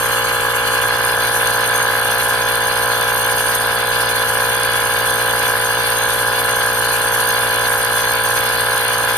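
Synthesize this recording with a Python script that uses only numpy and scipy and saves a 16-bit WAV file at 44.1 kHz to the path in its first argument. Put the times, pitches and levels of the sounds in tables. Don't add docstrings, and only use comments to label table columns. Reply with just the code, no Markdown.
import sys
import numpy as np
from scipy import signal
from scipy.fft import rfft, irfft
from scipy.io import wavfile
from scipy.ndimage import uniform_filter1d

SR = 44100
rng = np.random.default_rng(int(sys.argv[2]) if len(sys.argv) > 2 else 0)


def wav_out(sig):
    wavfile.write(sys.argv[1], SR, np.round(np.clip(np.atleast_2d(sig).T, -1, 1) * 32767).astype(np.int16))


N = 404397
TIME_S = np.arange(N) / SR
FREQS_HZ = np.fft.rfftfreq(N, 1 / SR)

# (time [s], rate [turns/s])
CRANK_RATE = [(0, 59.3), (.4, 59.23), (5, 59.13), (9.17, 59.05)]
GEAR_TEETH, PINION_TEETH = 53, 11
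# (place in turn [0-1], level [dB], brightness [dB/kHz])
KNOCKS = [(0.047, 1.5, -2), (0.123, -7.5, 5.5), (0.571, 6.5, -6), (0.692, 3.5, -11.5), (0.8, 5.5, -2),
          (0.91, -0.5, 3.5)]
# (multiple of crank rate, relative level [dB])
PUMP_ORDERS = [(1, -17), (2, -9.5), (3, -21.5), (4, -18), (5, -23), (6, -20.5), (7, -13), (8, -3),
               (9, -3.5), (10, -9.5), (11, -13.5), (12, -8.5), (13, -12.5), (14, -4), (15, -13.5),
               (16, -10.5), (17, -1), (18, -5), (19, -13), (20, -23), (21, -18.5), (22, -11), (23, -14),
               (24, -16), (25, -9), (26, -2), (27, 0), (28, -2.5), (29, -1.5), (30, -14.5), (32, -26.5),
               (33, -28.5), (35, -22), (40, -24)]
# (centre [Hz], width [Hz], level [dB])
CASE_MODES = [(490, 130, -19), (810, 550, -10.5), (1005, 130, -10.5), (1316, 630, -5), (1643, 103, 2)]
# (place in turn [0-1], ring [Hz], decay [s], level [dB])
VALVE_TAPS = [(0.3, 2970, 0.002, -38), (0.08, 3400, 0.0011, -40), (.9, 2280, 0.00045, -43)]
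# (multiple of motor rate, level [dB])
MOTOR_ORDERS = [(1, -49.5), (5, -32), (11, -39)]
# (frequency [Hz], level [dB])
GRIND_COLOUR = [(1850, -1.5), (2050, 0), (2350, 3.5), (2600, -2.5), (2850, 3.5), (3130, -7.5), (3450, 6),
                (3800, -6), (4230, 5), (4400, -10), (4600, 3.5), (4800, -9), (5080, -0.5), (5250, -28)]
# (multiple of mesh rate, relative level [dB])
SQUEAL_ORDERS = [(2, -8), (3, 4.5), (4, -1)]
# (time [s], level [dB])
SQUEAL_LEVEL = [(0, -36), (.65, -40), (.85, -33), (1.2, -32), (2.1, -32), (2.7, -33.5), (3.3, -31.5),
                (4.1, -36), (5.2, -32.5), (6.6, -34), (7.8, -32), (8.3, -32.5), (9.1, -31.5)]
# (time [s], peak [dB], left minus right [dB])
SQUEAKS = [(1.474, 0, 6), (2.557, 0, 1), (3.012, 0, 0), (4.634, 0, 0), (4.939, -5, 0), (5.075, -3, -7),
           (5.311, -5, -1), (5.48, -2, 0), (6.104, -3, -2), (6.663, -3, 1), (7.544, -3, 2), (7.561, -2, 2),
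           (7.8485, 0, -5), (7.933, -3, 0), (8.779, -2, 0), (8.882, -2, 0)]
# (centre [Hz], width [Hz], level [dB])
SIZZLE_MODES = [(6320, 40, 4), (9280, 100, 5.5), (12060, 170, -2.5), (12770, 220, -0.5)]
# (frequency [Hz], level [dB])
AIR_COLOUR = [(5300, -10.5), (5700, -6.5), (6250, -3), (6600, -11.5), (7700, -9.5), (8100, -36), (8500, -1),
              (9400, 6), (10100, 3), (10500, 5), (11000, 1), (11700, 3), (13000, 1)]
# (frequency [Hz], level [dB])
RUMBLE_COLOUR = [(20, -8), (100, 0.5), (200, -6.5), (380, -4.5), (900, -10.5), (1800, -2.5)]
# (multiple of crank rate, level [dB])
WALL_ORDERS = [(15, -46), (21, -40), (23, -45), (30, -44), (52, -47)]
# (frequency [Hz], left minus right [dB])
SIDES = [(60, 4.5), (400, 4.4), (520, 3.3), (700, -.5), (830, 0), (1020, -7), (1200, -4.5), (1400, .5),
         (1650, -.5), (2230, -2), (2500, .5), (3400, 0), (4200, 3.5), (4500, 0), (5500, .5), (6270, 3),
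         (6500, 0), (8900, 1.5), (9500, -1.5), (9800, 1), (10500, -.5)]
# (frequency [Hz], left lead [rad])
LEAD = [(0, 1), (60, 0.5), (300, 0.3), (600, 0.43), (1000, 0.32), (1640, 0.54), (3100, 5), (3530, -2.5),
        (3790, 3.5), (5510, -0.7), (6800, 3.5), (7670, 12.5), (8180, 16.5), (9300, 18.5), (11400, 26),
        (12400, 34.5), (12700, 32), (13400, 36)]
# (frequency [Hz], gain [dB])
FAR_COLOUR = [(580, 0), (690, -5.5), (850, 0), (1030, -2), (1200, 5), (1450, -1.5), (2300, 0), (3000, 3.5),
              (3800, -6), (4200, 0.5), (5000, -4.5), (6200, 2), (7600, 8), (9000, -2.5), (13000, 1)]
# (time [s], share of far colour [0-1])
APPROACH = [(0, 1), (.6, 1), (1.1, 0.25)]

KNOCK_DB, RATTLE_DB, GRIND_DB, HISS_DB, RUMBLE_DB = -19, -24.5, -25, -25, -37.5
HISS_WAVER_DB, SQUEAL_WAVER_DB = 0.73, .8
SIZZLE_DB, CATCH_DB, SCRAPE_DB = 1.2, -13.5, -15
NEAREST_S, NEAREST_WIDTH_S, NEAREST_DB = 1.7, 1.05, 1.4
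TOP_HZ = 13030


def piston(turns, crank_hz, ring_db, ring_hz=1620, ring_width_hz=190, jitter_turns=0.0016, limp_turns=0.0036):
    place, knock_db, brightness = np.transpose(KNOCKS)
    cycle = np.arange(2048) / 2048
    body, ring = np.zeros((2, len(cycle)))
    for order, db in PUMP_ORDERS:
        order = round(order)
        hz = order * crank_hz
        strength = undb(knock_db + brightness * hz / 1000)
        lag_rad = np.angle(-np.sum(strength * np.exp(-2j * np.pi * order * place)))
        partial = undb(db) * np.cos(2 * np.pi * order * cycle + lag_rad)
        in_ring = np.exp(-((hz - ring_hz) / ring_width_hz) ** 4)
        body += (1 - in_ring) * partial
        ring += in_ring * partial
    limp = limp_turns * walk(11) * np.cos(np.pi * turns)
    angle = turns + jitter_turns * walk(260) + limp
    body = np.interp(angle, cycle, body, period=1)
    ring = np.interp(angle, cycle, ring, period=1)
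    return unit(body + undb(ring_db) * ring)


def rattle(turns, loose_db=-8, spread_turns=0.011):
    chatter = 0
    for place, db, brightness in KNOCKS:
        burst = bump(turns, place, spread_turns, scatter_db=1.0, wander_turns=0.0051)
        chatter = chatter + undb(db + brightness) * burst
    ring = resonate((undb(loose_db) + chatter) * stereo_noise(alike=0.72), CASE_MODES)
    return unit(np.tanh(ring / 2.5))


def valves(turns, scatter_db=4.5, jitter_s=.00004):
    taps = 0
    for place, hz, decay_s, db in VALVE_TAPS:
        own = turns - place
        delay_s = jitter_s * (2 + per_turn(own))
        age_s = np.maximum(own % 1 / CRANK_RATE[0][1] - delay_s, 0)
        ring = np.sin(2 * np.pi * hz * age_s) * age_s * np.exp(-age_s / decay_s)
        taps = taps + undb(db) * unit(ring * undb(scatter_db * per_turn(own)))
    return taps


def motor(turns, wobble_turns=0.0088):
    shaft = turns * GEAR_TEETH / PINION_TEETH + wobble_turns * walk(10)
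    return sum(np.sqrt(2) * undb(db) * np.sin(2 * np.pi * round(order) * shaft) for order, db in MOTOR_ORDERS)


def gears(turns, surge_db=1.3, grain_db=0.15, tick_db=-3):
    ticks = sum(bump(turns, place, .012, scatter_db=3, wander_turns=.005) for place, _, _ in KNOCKS[:4])
    load = (1 + undb(tick_db) * ticks) * undb(surge_db * walk(70) + grain_db * walk(400))
    grind = colour(stereo_noise(alike=0.38) * load, GRIND_COLOUR)
    return waver(grind, np.linspace(2000, 5000, 12), rate_hz=25, depth_db=2)


def tooth_bite(turns):
    return unit(bump(turns, .345, .075, scatter_db=2.4, wander_turns=.02))


def squeal(turns, force, slip_cycles=0.016):
    mesh = turns * GEAR_TEETH + slip_cycles * walk(310)
    tone = sum(undb(db) * np.sin(2 * np.pi * round(order) * mesh) for order, db in SQUEAL_ORDERS)
    return force * unit(tone)


def tooth_catches(decay_s=.0008):
    force = 0
    for at_s, db, pan_db in SQUEAKS:
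        side_db = np.array([[pan_db], [-pan_db]]) / 2
        force = force + undb(db + side_db) * np.exp(-np.abs(TIME_S - at_s) / decay_s)
    return force


def sizzle(bite, friction):
    rub = stereo_noise(alike=.6) * (bite + .25)
    rough = waver(resonate(rub, SIZZLE_MODES), [6270, 9300, 12120, 12870], rate_hz=25, depth_db=2.6)
    return rough * friction * undb(SIZZLE_DB)


def scrape(catch):
    return undb(SCRAPE_DB) * catch * colour(stereo_noise(alike=.3), AIR_COLOUR)


def air(turns, surge_db=2.2, puff=0.039, spit=0.13):
    intake = bump(turns, .36, .12, scatter_db=3, wander_turns=.04)
    valve = bump(turns, .32, .015, scatter_db=5, wander_turns=.06)
    flow = (1 + puff * intake + spit * valve) * undb(surge_db * walk(70))
    hiss = colour(stereo_noise(alike=0.27) * flow, AIR_COLOUR)
    return waver(hiss, np.linspace(5500, 13000, 18), rate_hz=35, depth_db=2)


def walls(turns):
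    tone = 0
    for order, db in WALL_ORDERS:
        partial = np.sin(2 * np.pi * (order * turns + rng.random()))
        tone = tone + undb(db + walk(3)) * np.sqrt(2) * partial
    return np.array([tone, -tone])


def rumble():
    return undb(RUMBLE_DB) * colour(stereo_noise(alike=.35), RUMBLE_COLOUR)


def microphones(x):
    ratio = undb(along(SIDES, FREQS_HZ))
    half_lead = np.exp(.5j * np.interp(FREQS_HZ, *np.transpose(LEAD)))
    sides = np.array([ratio * half_lead, 1 / half_lead]) * 2 / (1 + ratio)
    return irfft(rfft(x) * sides, N)


def approach(x):
    far = irfft(rfft(x) * undb(along(FAR_COLOUR, FREQS_HZ)), N)
    return x + (far - x) * np.interp(TIME_S, *np.transpose(APPROACH))


def undb(db):
    return 10 ** (np.asarray(db) / 20)


def unit(x):
    return x / np.sqrt(np.mean(x ** 2))


def along(points, hz):
    f_hz, value = np.transpose(points)
    return np.interp(np.log(hz + 1), np.log(f_hz), value)


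def colour(x, points):
    low_skirt = np.minimum(FREQS_HZ / points[0][0], 1) ** 10
    high_skirt = np.minimum(points[-1][0] / (FREQS_HZ + 1), 1) ** 10
    return unit(irfft(rfft(x) * undb(along(points, FREQS_HZ)) * low_skirt * high_skirt, N))


def resonate(x, modes):
    response = sum(undb(db) / (1 + (2 * (FREQS_HZ - hz) / width_hz) ** 2) for hz, width_hz, db in modes)
    return unit(irfft(rfft(x) * response, N))


def waver(x, edges_hz, rate_hz, depth_db):
    spectrum = rfft(x)
    out = 0
    for band in np.eye(len(edges_hz)):
        part = irfft(spectrum * np.interp(FREQS_HZ, edges_hz, band), N)
        out = out + part * undb(depth_db * walk(rate_hz))
    return out


def walk(rate_hz):
    hold = int(SR / rate_hz)
    steps = np.repeat(rng.standard_normal(N // hold + 1), hold)
    return unit(uniform_filter1d(steps, hold)[:N])


def stereo_noise(alike):
    common, *own = rng.standard_normal((3, N))
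    return np.sqrt(alike) * common + np.sqrt(1 - alike) * np.array(own)


def per_turn(turns):
    return np.clip(rng.standard_normal(1024), -2, 2)[np.floor(turns).astype(int)]


def bump(turns, place, width_turns, scatter_db, wander_turns):
    own = turns - place + .5
    offset = own % 1 - .5 + wander_turns * per_turn(own)
    return np.exp(-.5 * (offset / width_turns) ** 2) * undb(scatter_db * per_turn(own))


def scene():
    crank_hz = np.interp(TIME_S, *np.transpose(CRANK_RATE))
    turns = .055 + np.cumsum(crank_hz) / SR
    nearest_db = NEAREST_DB * np.exp(-((TIME_S - NEAREST_S) / NEAREST_WIDTH_S) ** 2)
    knocks = piston(turns, crank_hz.mean(), nearest_db) * undb(KNOCK_DB + nearest_db / 2)
    knocks = waver(knocks, [500, 680, 850, 1150, 1350, 1600], rate_hz=.8, depth_db=.35)
    strokes = knocks + rattle(turns) * undb(RATTLE_DB + nearest_db) + valves(turns)

    bite = tooth_bite(turns)
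    friction = undb(np.interp(TIME_S, *np.transpose(SQUEAL_LEVEL)) + SQUEAL_WAVER_DB * walk(4.4))
    catch = tooth_catches()
    sing = squeal(turns, bite * friction + catch * undb(CATCH_DB))
    teeth = gears(turns) * undb(GRIND_DB) + sing + sizzle(bite, friction) + scrape(catch)

    hiss = air(turns) * undb(HISS_DB + HISS_WAVER_DB * walk(11))
    pump = strokes + motor(turns) + teeth + hiss + rumble()
    return approach(microphones(pump)) + walls(turns)


def record(dry):
    rounded = dry / (1 + (dry / .85) ** 6) ** (1 / 6)
    low_pass = signal.ellip(12, .2, 80, TOP_HZ, fs=SR, output="sos")
    return signal.sosfilt(low_pass, rounded)


dry = scene()
out = record(dry)
wav_out(out)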